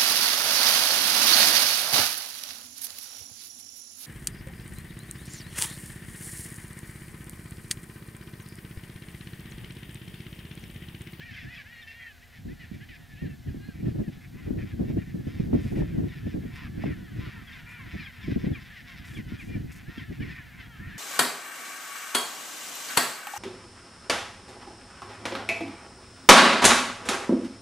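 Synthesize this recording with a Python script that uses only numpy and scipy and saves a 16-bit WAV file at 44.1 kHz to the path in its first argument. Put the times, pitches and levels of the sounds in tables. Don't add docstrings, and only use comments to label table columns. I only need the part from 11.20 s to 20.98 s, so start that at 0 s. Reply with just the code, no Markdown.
import sys
import numpy as np
from scipy import signal
from scipy.fft import rfft, irfft, next_fast_len
from scipy.io import wavfile
from scipy.ndimage import uniform_filter1d

SR = 44100
rng = np.random.default_rng(int(sys.argv[2]) if len(sys.argv) > 2 else 0)


def output_pcm(signal):
    pcm = np.clip(np.atleast_2d(signal).T, -1, 1) * 32767
    wavfile.write(sys.argv[1], SR, np.round(pcm).astype(np.int16))


N = 431298
TIME = np.arange(N) / SR


def undb(db):
    return 10 ** (np.asarray(db) / 20)


def unit(x):
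    return x / np.sqrt(np.mean(x ** 2) + 1e-20)


def spectrum_db(points, hz):
    f, db = np.transpose(points)
    return np.interp(np.log(hz + 1), np.log(f), db)


def colour(x, db_at):
    size = next_fast_len(len(x))
    gain = undb(db_at(np.fft.rfftfreq(size, 1 / SR)))
    return unit(irfft(rfft(x, size) * gain, size)[:len(x)])


def lowpass(x, hz):
    return signal.sosfiltfilt(signal.butter(2, hz, fs=SR, output="sos"), x)


def noise(points, n=N):
    return colour(rng.standard_normal(n), lambda f: spectrum_db(points, f))


def walk(rate_hz, n=N):
    k = max(int(SR / rate_hz), 2)
    steps = np.repeat(rng.standard_normal(n // k + 1), k)
    return 1.3 * uniform_filter1d(uniform_filter1d(steps, k), k)[:n]


def phase_rad(hz):
    return 2 * np.pi * np.cumsum(hz) / SR


def swell(n, rise_s, fall_s):
    t = np.arange(n) / SR
    opening = np.sin(np.pi / 2 * np.clip(t / rise_s, 0, 1))
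    closing = np.sin(np.pi / 2 * np.clip((t[-1] - t) / fall_s, 0, 1))
    return opening * closing


def pulse(t, peak_s):
    return t / peak_s * np.exp(1 - t / peak_s)


def add(track, start_s, x):
    i = int(start_s * SR)
    x = x[max(-i, 0):max(N - i, 0)]
    i = max(i, 0)
    track[i:i + len(x)] += x


# (frequency [Hz], level [dB])
HISS_SPECTRUM = [(20, 12), (90, 31), (180, 1), (330, 8), (600, 6.5), (1200, 2), (4000, 4), (9000, -4.5),
                 (14000, -1.5), (16000, -11)]
def camera_hiss(mid_db=-56.5, side_db=-62.5):
    side = noise([(30, 19), (120, 11.5), (400, -1), (1000, -2), (3000, -125), (7500, -14), (11000, -36)])
    return undb(mid_db) * noise(HISS_SPECTRUM), undb(side_db) * side


# (frequency [Hz], width [Hz], level [dB])
MOTOR_MODES = [(243, 11.2, -69), (707, 16.35, -72.5), (799, 14.37, -78)]
def motor_hum():
    out = np.zeros(N)
    for hz, width_hz, db in MOTOR_MODES:
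        tone = np.sin(phase_rad(hz + width_hz / 2 * walk(40)))
        out += undb(db) * unit(tone * undb(2 * walk(20)))
    return out


# (start [s], length [s], level [dB])
SNOW_CRUNCHES = [(4.4, 0.22, -64), (5.343, .06, -65), (6.484, 0.071, -65), (7.847, 0.16, -61),
                 (8.183, 0.13, -63.5), (8.513, 0.042, -55.5), (8.548, 0.053, -58.5)]
def snow():
    out = np.zeros(N)
    for start_s, length_s, db in SNOW_CRUNCHES:
        n = int(length_s * SR)
        grains = noise([(1000, -1), (6000, 17), (14000, 10.5), (16000, -25)], n)
        grains *= undb(2 * walk(700, n))
        add(out, start_s, undb(db) * unit(grains) * swell(n, rise_s=.01, fall_s=.034))
    return out


# (time [s], level [dB])
BREEZE_LEVELS = [(0.0, -52), (1.06, -69.5), (1.39, -52), (1.82, -53.5), (2.86, -51.5), (3.18, -43.5),
                 (3.51, -37.5), (3.89, -42.5), (4.22, -38.5), (4.6, -46), (4.98, -47), (5.45, -41.5),
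                 (5.94, -40.5), (6.29, -49.5), (7.05, -54.5), (7.25, -47), (7.46, -57), (7.71, -51.5),
                 (8.12, -42), (9.67, -51), (9.78, -68)]
# (time [s], decay [s], level [dB], front jolt re gust [dB])
WIND_GUSTS = [(.225, 0.047, -38, -4), (1.25, 0.077, -34.5, 0), (1.512, 0.089, -38.5, 11),
              (1.693, 0.037, -44, -3), (2.017, 0.073, -30.5, 1), (2.263, 0.055, -36, -16),
              (2.343, 0.15, -37, 9), (2.485, 0.0075, -37.5, 12.5), (2.624, 0.091, -29.5, -2),
              (2.745, 0.087, -28, -14), (2.798, 0.059, -34, 7), (2.877, 0.013, -28, 2.5),
              (3.262, 0.032, -30.5, -4), (3.304, 0.099, -29, 13.5), (3.591, 0.063, -25, 2),
              (3.698, 0.072, -30, 5), (3.76, 0.027, -26.5, -3), (3.941, 0.06, -29, 4),
              (4.066, .015, -28.5, -1), (4.196, 0.0058, -28, 13.5), (4.329, 0.048, -22, 6),
              (4.516, 0.11, -23.5, -1.5), (4.62, 0.0088, -28.5, 9), (4.744, 0.033, -25.5, 2),
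              (4.779, 0.086, -26, 9), (5.063, 0.0053, -25.5, 0.5), (5.14, 0.039, -26.5, 3.5),
              (5.234, 0.018, -27, -2.5), (5.575, .025, -30.5, -1), (5.637, 0.03, -24, 4.5),
              (5.675, 0.027, -27.5, -7), (5.962, 0.025, -34.5, -0.5), (6.057, 0.028, -35, -6),
              (6.588, 0.027, -37.5, -5), (6.735, 0.019, -30.5, -8), (7.076, 0.066, -31, 4),
              (7.158, 0.013, -27.5, 12), (7.238, 0.078, -26, 7), (7.959, 0.038, -32.5, -13),
              (8.118, 0.014, -33.5, 8.5), (8.27, 0.086, -36, 5), (8.349, 0.023, -31, 6.5),
              (8.776, 0.0074, -39, 11), (8.904, 0.02, -31.5, -12), (9.002, 0.09, -32.5, 7),
              (9.549, 0.31, -42, -7)]
def airflow_db(breeze_db=1.5, flutter_db=1.5, attack_s=.013, lead_db=-12, lead_s=.099):
    breeze = undb(np.interp(TIME, *np.transpose(BREEZE_LEVELS)) + breeze_db + flutter_db * walk(22))
    power = breeze ** 2
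    for time_s, decay_s, db, _ in WIND_GUSTS:
        t = TIME - time_s - attack_s
        hit = np.exp(-(t / np.where(t < 0, attack_s, decay_s)) ** 2)
        stir = undb(lead_db) * np.exp(-(t / (lead_s + decay_s * (t > 0))) ** 2)
        power += undb(db) ** 2 * (hit ** 2 + stir ** 2)
    return 10 * np.log10(power)


def buffets(jolt_hz=215, trail_db=-15, delay_s=.00201):
    out, t = np.zeros(N), np.arange(SR // 16) / SR
    for time_s, _, db, jolt_db in WIND_GUSTS:
        hz = jolt_hz * np.exp(.14 * rng.standard_normal())
        swing = np.sin(2 * np.pi * hz * t + rng.uniform(0, 2 * np.pi)) * pulse(t, peak_s=.003)
        eddies = noise([(100, 18), (430, 1), (700, -19.5), (1200, -19.5), (3000, -71)], len(t))
        trail = undb(trail_db) * eddies * pulse(t, peak_s=.0052)
        add(out, time_s + delay_s, undb(db + jolt_db) * (swing + trail))
    return out


# (time [s], level [dB])
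GUST_RIPS = [(2.797, -43), (3.593, -43), (3.7, -44), (4.329, -29), (4.619, -33.5), (5.637, -29.5),
             (7.242, -42)]
def rips():
    out, t = np.zeros(N), np.arange(SR // 25) / SR
    spectrum = [(150, -15), (400, 5), (700, -3.5), (1200, -21.5), (3000, -34), (8000, -66)]
    for time_s, db in GUST_RIPS:
        add(out, time_s, undb(db) * noise(spectrum, len(t)) * pulse(t, peak_s=.0023))
    return out


# (frequency [Hz], level [dB])
EDDY_MID_SPECTRUM = [(20, -18), (40, -2.5), (70, 1), (130, 3), (210, -1), (320, -5), (480, -20.5),
                     (700, -28.5), (1000, -42), (2000, -53), (5000, -66)]
EDDY_SIDE_SPECTRUM = [(20, -34), (60, 2.5), (125, -2.5), (220, 6.5), (340, 10), (500, -7.5), (700, -12.5),
                      (1000, -27.5), (2000, -32), (5000, -81)]
def wind(buffet_db=-2, flicker_db=3.5, strong_db=-28, side_db=-3):
    flow_db = airflow_db()
    force = undb(flow_db + flicker_db * walk(60))
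    small_gain = undb(flow_db - strong_db)
    channels = []
    for spectrum in (EDDY_MID_SPECTRUM, EDDY_SIDE_SPECTRUM):
        eddies = noise(spectrum)
        large = lowpass(eddies, hz=240)
        rumble = (large + (eddies - large) * small_gain) / np.sqrt(1 + .6 * small_gain ** 2)
        channels.append(force * rumble + undb(buffet_db) * (buffets() + rips()))
    return channels[0], undb(side_db) * channels[1]


def cliff_echo(x, t60_s=.012, gap_s=.0071):
    t = np.arange(SR // 2) / SR
    response = rng.standard_normal(len(t)) * undb(-60 * t / t60_s) * (t > gap_s)
    return signal.fftconvolve(x, response / np.linalg.norm(response))[:N]


def syrinx(hz, jitter, odd_db, rasp, fourth_db=0, harmonics=14, uneven_db=0):
    n = len(hz)
    phase = phase_rad(hz * (1 + jitter * walk(350, n)))
    tone = np.zeros(n)
    for k in range(1, harmonics + 1):
        flare_db = uneven_db * walk(45, n) if uneven_db and k != 4 else 0
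        gain = undb(odd_db * (k % 2) + fourth_db * (k == 4) + flare_db)
        scatter_rad = rng.uniform(0, 2 * np.pi)
        tone += gain * np.cos(k * phase + scatter_rad)
    air = rng.standard_normal(n) * (1 + .5 * np.cos(phase))
    return unit(tone) + rasp * unit(air)


def far_bird(syllable_rate_hz=5, pitch_hz=490):
    syllables = np.cumsum(syllable_rate_hz * np.exp(.3 * walk(5))) / SR + rng.uniform()
    progress = syllables % 1
    hz = pitch_hz * np.exp(.1 * walk(6)) * (1 - .7 * (progress - .3) ** 2)
    voice = syrinx(hz, jitter=.018, odd_db=-2, rasp=.7, harmonics=9)
    return voice * np.sin(np.pi * progress) * undb(2.5 * walk(9))


# (frequency [Hz], gain [dB])
FAR_RESPONSE = [(400, -34), (850, -13.5), (1250, -2), (1750, 8.5), (2400, -0.5), (3200, -2.5), (5000, -17),
                (8000, -19), (14000, -26)]
# (time [s], level [dB])
COLONY_LEVELS = [(0, -52.5), (1, -58), (2, -58), (3, -60), (4, -59), (5, -55), (5.9, -52), (6.6, -50),
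                 (7.5, -51), (8.4, -55), (9.1, -52), (9.78, -50)]
def colony(birds=5):
    voices = sum(far_bird() for _ in range(birds))
    din = colour(voices, lambda f: spectrum_db(FAR_RESPONSE, f))
    return din * undb(np.interp(TIME, *np.transpose(COLONY_LEVELS)))


def overdriven_side(hz):
    n = len(hz)
    growl = 1 + .8 * np.sin(phase_rad(hz / 3))
    lurching_hz = hz * (1 + .018 * walk(60, n))
    voice = syrinx(lurching_hz, jitter=.014, odd_db=-2, rasp=.2, uneven_db=2)
    return growl * voice * undb(2.8 * walk(110, n))


# (frequency [Hz], gain [dB])
HOARSE_RESPONSE = [(500, -18), (850, -19), (1020, -4), (1280, -2), (1480, 5), (1800, 12.5), (2400, 13.5),
                   (2950, 0), (3400, 0), (4200, -11.5), (5100, -7), (6500, -22), (10000, -12)]
def hoarse_note(length_s, treble_db, chest_db, pitch_hz=485, arch=.2, split=.06):
    n = int(length_s * SR)
    hz = pitch_hz * (1 - arch * np.linspace(-.7, 1.2, n) ** 2)
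    source = overdriven_side(hz * (1 + split)) + overdriven_side(hz * (1 - split))
    tilt = [(1250, chest_db), (1700, 0), (2500, 0), (3600, treble_db)]
    voice = colour(source, lambda f: spectrum_db(HOARSE_RESPONSE, f) + spectrum_db(tilt, f))
    effort = swell(n, rise_s=.25 * length_s, fall_s=.36 * length_s)
    dull = lowpass(voice, hz=2900)
    overtones = 1.11 * effort * (voice - dull)
    return effort * (dull + overtones)


def glide(length_s, pitch_hz, slide, arch):
    u = np.linspace(-1, 1, int(length_s * SR))
    return pitch_hz * (1 + slide * u / 2 - arch * u ** 2)


# (frequency [Hz], gain [dB])
THROAT_RESPONSE = [(450, -36), (800, -41), (1020, -15), (1250, -20), (1480, -5.5), (1750, 0), (2150, -4.5),
                   (2550, 3.5), (3000, 3.5), (3500, -3), (4200, -5), (5100, -19), (8000, -41)]
def clear_note(hz, odd_db, treble_db, chest_db, rise_s, fall_s, strain=0, beak_hz=3000, lift_db=0):
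    n = len(hz)
    wavering_hz = hz * (1 + .008 * walk(70, n))
    source = syrinx(wavering_hz, jitter=.0046 + .042 * strain, odd_db=odd_db,
                    rasp=.036 + .5 * strain, fourth_db=11, uneven_db=3.5)
    source *= undb(1.8 * walk(110, n))
    tilt = [(1250, chest_db), (1700, 0), (2100, 0), (3000, treble_db)]

    def tract_db(f):
        beak_db = lift_db * np.exp(-((f - beak_hz) / 260) ** 2)
        return spectrum_db(THROAT_RESPONSE, f) + spectrum_db(tilt, f) + beak_db

    return undb(4 * strain) * colour(source, tract_db) * swell(n, rise_s, fall_s)


# (start [s], length [s], level [dB], treble [dB])
BRAY_NOTES = [(1.019, 0.028, -66, -3), (1.285, 0.051, -64, 4), (2.54, 0.083, -56, -2),
              (2.648, 0.063, -59, 7), (2.921, 0.041, -57, 10), (3.016, 0.049, -55, -1),
              (3.133, 0.17, -56.5, -6), (3.385, 0.055, -52, 0), (3.46, 0.067, -52.5, 3),
              (3.648, 0.076, -54.5, 7), (3.775, 0.057, -54, -6), (3.849, 0.073, -57.5, 1),
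              (4.048, 0.23, -53, 8), (4.325, 0.22, -51.5, 7), (4.621, 0.1, -55.5, 3),
              (4.846, .18, -54, 7.5), (5.074, 0.07, -54, 7), (5.222, 0.068, -57, 1),
              (5.308, 0.17, -47.5, 3.5), (5.59, 0.15, -48.5, -2), (5.966, 0.21, -50, 5.5),
              (6.283, 0.15, -50.5, 4), (6.456, 0.13, -50.5, -4), (6.671, 0.19, -46, 4),
              (6.93, 0.06, -53, 5), (7.01, .15, -49.5, 9), (7.186, 0.088, -50.5, 9),
              (7.406, 0.085, -51.5, 10), (7.651, 0.19, -51.5, 11.5), (7.844, 0.1, -50, 6.5),
              (8.081, 0.094, -51.5, 8), (8.485, 0.16, -52, 1), (8.683, 0.16, -51.5, 7.5),
              (8.931, 0.044, -50.5, 6), (9.01, 0.19, -48.5, 4), (9.149, 0.14, -55.5, -29),
              (9.33, 0.086, -53, -3), (9.59, 0.17, -57, -10)]
def brays(chest_db=7, overhang_s=.018):
    out = np.zeros(N)
    for start_s, length_s, db, treble_db in BRAY_NOTES:
        bray = hoarse_note(length_s + 2 * overhang_s, treble_db, chest_db)
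        add(out, start_s - overhang_s, undb(db) * bray)
    return out


# (start [s], length [s], pitch [Hz], slide [share], arch [share], level [dB], treble [dB],
# chest [dB], rasp [dB], beak resonance [Hz], beak lift [dB])
HONK_NOTES = [(0.529, 0.12, 470, -0.1, 0.015, -50.5, -6.5, -13, -5, 2850, 4),
              (0.668, 0.25, 468, -.045, 0.098, -50, -6, -21, -10, 2700, 6.5),
              (0.801, .094, 487, -0.15, 0.044, -49, -21, -7, -4, 2000, 1),
              (1.971, .1, 469, -.03, .22, -53.5, -7, -16, -5, 2850, 1),
              (2.069, 0.079, 448, -.08, 0, -58.5, -11, -3, -2, 2700, 5),
              (2.403, .12, 417, -0.013, 0.088, -55.5, -9.5, 9, -13, 4220, 16),
              (5.771, 0.12, 490, -0.068, .15, -58.5, -10, 20, -14, 3430, 12),
              (6.001, 0.11, 481, -0.0087, 0.051, -55, -1, 18, 2.5, 3900, 8),
              (6.459, .18, 483.6, -.08, 0.098, -50.5, -12, 19, -21, 2330, 18),
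              (8.094, 0.088, 470, -0.091, 0.047, -58, -7, 18, -7, 1420, 7),
              (8.254, .125, 483, -0.061, 0.105, -53.5, 2, 6, -4, 2340, 22),
              (8.68, .1, 472, 0, .1, -55, -4, 23, -9, 1400, 3),
              (9.091, 0.13, 458, -0.037, .09, -50.5, -33, -4, -2, 1800, 0),
              (9.444, .13, 464.4, -0.12, 0.083, -55.5, -12, 23, -16, 3280, 12),
              (9.595, 0.12, 469, 0.0038, 0.18, -50, -28, 9, -4, 1850, 0),
              (9.719, 0.074, 446, 0.058, 0.11, -48, -28, 2, -7, 1800, 2)]
def honks(rasp_treble_db=4, overhang_s=.012):
    out = np.zeros(N)
    for (start_s, length_s, hz, slide, arch, db,
         treble_db, chest_db, rasp_db, beak_hz, lift_db) in HONK_NOTES:
        span_s = length_s + 2 * overhang_s
        tone = clear_note(glide(span_s, hz, slide, arch), odd_db=2.5, treble_db=treble_db,
                          chest_db=chest_db, rise_s=.025, fall_s=.019, beak_hz=beak_hz, lift_db=lift_db)
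        rasp = hoarse_note(span_s, treble_db + rasp_treble_db, chest_db)
        add(out, start_s - overhang_s, undb(db) * (tone + undb(rasp_db) * rasp))
    return out


# (start [s], length [s], pitch [Hz], level [dB])
WHOOP_NOTES = [(0, 0.045, 448, -46), (0.257, 0.089, 483, -49), (0.45, 0.095, 461, -52),
               (1.013, .045, 482, -56), (1.283, 0.058, 484, -55.5), (1.605, 0.046, 430, -51.5),
               (6.212, 0.063, 492, -55), (6.268, 0.054, 456, -68), (6.766, 0.0342, 457, -48),
               (7.244, 0.061, 523, -52), (8.657, 0.062, 447, -53.5), (9, 0.044, 457, -47.5)]
def whoops(slide=.234, arch=.0614, rasp_db=-9, overhang_s=.008):
    out = np.zeros(N)
    for start_s, length_s, hz, db in WHOOP_NOTES:
        span_s = length_s + 2 * overhang_s
        pitch_hz = glide(span_s, hz, slide, arch)
        tone = clear_note(pitch_hz, odd_db=4, treble_db=-12.5, chest_db=-10, rise_s=.028, fall_s=.026)
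        rasp = hoarse_note(span_s, treble_db=7.5, chest_db=-17)
        add(out, start_s - overhang_s, undb(db) * (tone + undb(rasp_db) * rasp))
    return out


# (start [s], length [s], pitch [Hz], slide [share], level [dB], rasp [dB], chest [dB])
SQUAWK_NOTES = [(0.053, 0.075, 457, -.2, -48.5, -10, -6), (0.098, 0.068, 510, -.2, -57, 6, -6),
                (0.143, .07, 522, -.2, -57, 5, -18), (0.18, 0.068, 468, -.22, -49, -2, -17),
                (0.329, 0.098, 451.5, -0.24, -49.5, -1, -10), (.669, 0.063, 459, -.2, -60.5, 8.5, -19),
                (1.128, 0.066, 468, -.24, -58, 0, -14), (1.399, 0.054, 472, -0.21, -50, -8, -18),
                (1.532, 0.039, 450, -.2, -61, 3.5, -12), (1.69, 0.068, 466.5, -.3, -52, -2, -10),
                (1.899, 0.07, 432, -0.12, -57.5, -5, -7), (2.28, 0.032, 422, -0.16, -56.5, -13, -9),
                (2.839, 0.058, 450, -0.23, -57, -15, -5), (2.654, 0.063, 443, -.15, -60, -9, 4),
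                (3.185, 0.078, 481, -0.19, -59.5, -9, 5), (3.387, .05, 455, -.2, -56, -6, 0),
                (3.487, 0.055, 438, -0.22, -57.5, -13, -2), (3.784, 0.056, 464, -0.202, -57, -7, -2),
                (3.86, 0.055, 450, -0.081, -57.5, -14, -3), (4.554, 0.06, 476, -0.27, -53.5, 1, 2),
                (4.701, 0.044, 585, -0.083, -61, -16, -3), (4.919, 0.057, 465, -0.18, -54, -11, 0),
                (5.073, 0.088, 428, -.17, -58, -19, 3), (5.374, .1, 463, -0.3, -51.5, -1, 18),
                (5.618, 0.057, 473, -0.19, -54, 3, 8), (5.673, 0.077, 493, -0.29, -51.5, -16, 11),
                (6.133, 0.096, 461, -0.18, -54, -2, 20), (6.537, 0.054, 582, -0.164, -60, -15, -5),
                (6.56, 0.061, 440, -0.23, -56, -14, 15), (6.6, 0.076, 505, -0.22, -51.5, -10, 18),
                (6.8, 0.053, 574, -0.28, -45, -6, 6), (7.002, 0.028, 474, -0.29, -55, -12, 0),
                (7.102, 0.045, 527, -0.22, -53, -1, 3), (7.506, 0.044, 462, -.15, -55, 0, -12),
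                (7.559, 0.05, 476, -0.18, -49, -3, -12), (7.678, 0.085, 533, -0.1, -53, -18, 14),
                (8.31, 0.065, 468, -0.18, -56, -2, -3), (9.072, 0.062, 459, -0.25, -49.5, -10, 2),
                (9.387, 0.063, 500, -.25, -50.5, -1, 8), (9.67, 0.12, 460, -0.22, -54, -4, 9)]
def squawks(arch=.023, burst_s=.021, overhang_s=.008, tail_s=.02):
    out = np.zeros(N)
    for start_s, length_s, hz, slide, db, rasp_db, chest_db in SQUAWK_NOTES:
        span_s = length_s + 2 * overhang_s
        pitch_hz = glide(span_s, hz, slide, arch)
        t = np.arange(len(pitch_hz)) / SR
        tone = clear_note(pitch_hz, odd_db=1.5, treble_db=-7.5, chest_db=chest_db,
                          rise_s=.019, fall_s=.029, strain=.97 * np.exp(-(t / burst_s) ** 2))
        rasp = hoarse_note(span_s + tail_s, treble_db=6.5, chest_db=chest_db)
        add(out, start_s - overhang_s, undb(db) * tone)
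        add(out, start_s - overhang_s, undb(db + rasp_db) * rasp)
    return out


def register_drop(pitch_hz, length_s=.066, slide=-.314, rasp_db=-7):
    hz = glide(length_s, pitch_hz, slide, arch=0)
    tone = clear_note(hz, odd_db=-2.5, treble_db=-9, chest_db=7.5, rise_s=.018, fall_s=.059,
                      strain=np.linspace(1, 0, len(hz)) ** 2)
    return tone + undb(rasp_db) * hoarse_note(length_s, treble_db=3, chest_db=-9)


# (time [s], squeak pitch [Hz], squeak level [dB], squawk pitch [Hz], squawk level [dB])
YELP_NOTES = [(0.149, 1580, -49.5, 521, -47), (0.369, 1650, -49.5, 568, -45.5), (.627, 1796, -53, 470, -66),
              (4.9, 1830, -57, 520, -57), (6.283, 1635, -50, 465, -54), (6.338, 1770, -54, 488, -51),
              (6.859, 1630, -47, 518, -44.5), (7.028, 1760, -53.5, 527, -47),
              (7.343, 1650, -50, 539, -43.5), (7.96, 1660, -48.5, 523, -44),
              (8.191, 1630, -55.5, 543, -44.5), (8.79, 1590, -48.5, 471, -43.5),
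              (9.015, 1500, -58, 529, -45)]
def yelps(squeak_s=.032, fall=.114, drop_db=-1.5):
    out, n = np.zeros(N), int(squeak_s * SR)
    for time_s, squeak_hz, squeak_db, squawk_hz, squawk_db in YELP_NOTES:
        shiver = .016 * walk(1000, n)
        phase = phase_rad(squeak_hz * (1 + fall * np.linspace(.5, -.5, n) + shiver))
        tone = undb(-5) * np.sin(phase) + np.sin(2 * phase) + undb(-17) * np.sin(3 * phase)
        envelope = swell(n, rise_s=.014, fall_s=.014) * undb(2 * walk(500, n))
        add(out, time_s - squeak_s / 2, undb(squeak_db) * unit(tone) * envelope)
        add(out, time_s, undb(squawk_db + drop_db) * register_drop(squawk_hz))
    return out


def scene(bray_db=-1, colony_db=-3.5, echo_db=-17, side_echo_db=-11, side_hum_db=-11.5, leftward=.074):
    birds = whoops() + squawks() + honks() + undb(bray_db) * brays() + yelps()
    birds += undb(colony_db) * colony()
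    wind_mid, wind_side = wind()
    mid = birds + undb(echo_db) * cliff_echo(birds) + wind_mid + snow() + motor_hum()
    hiss_mid, hiss_side = camera_hiss()
    mid += hiss_mid
    birds_side = lowpass(leftward * birds + undb(side_echo_db) * cliff_echo(birds), hz=3400)
    side = birds_side + wind_side + undb(side_hum_db) * motor_hum() + hiss_side
    return np.array([mid + side, mid - side])


def record(dry):
    cutoff_hz = 15700
    return signal.sosfilt(signal.ellip(10, .2, 80, cutoff_hz, fs=SR, output="sos"), dry)


dry = scene()
out = record(dry)
output_pcm(out)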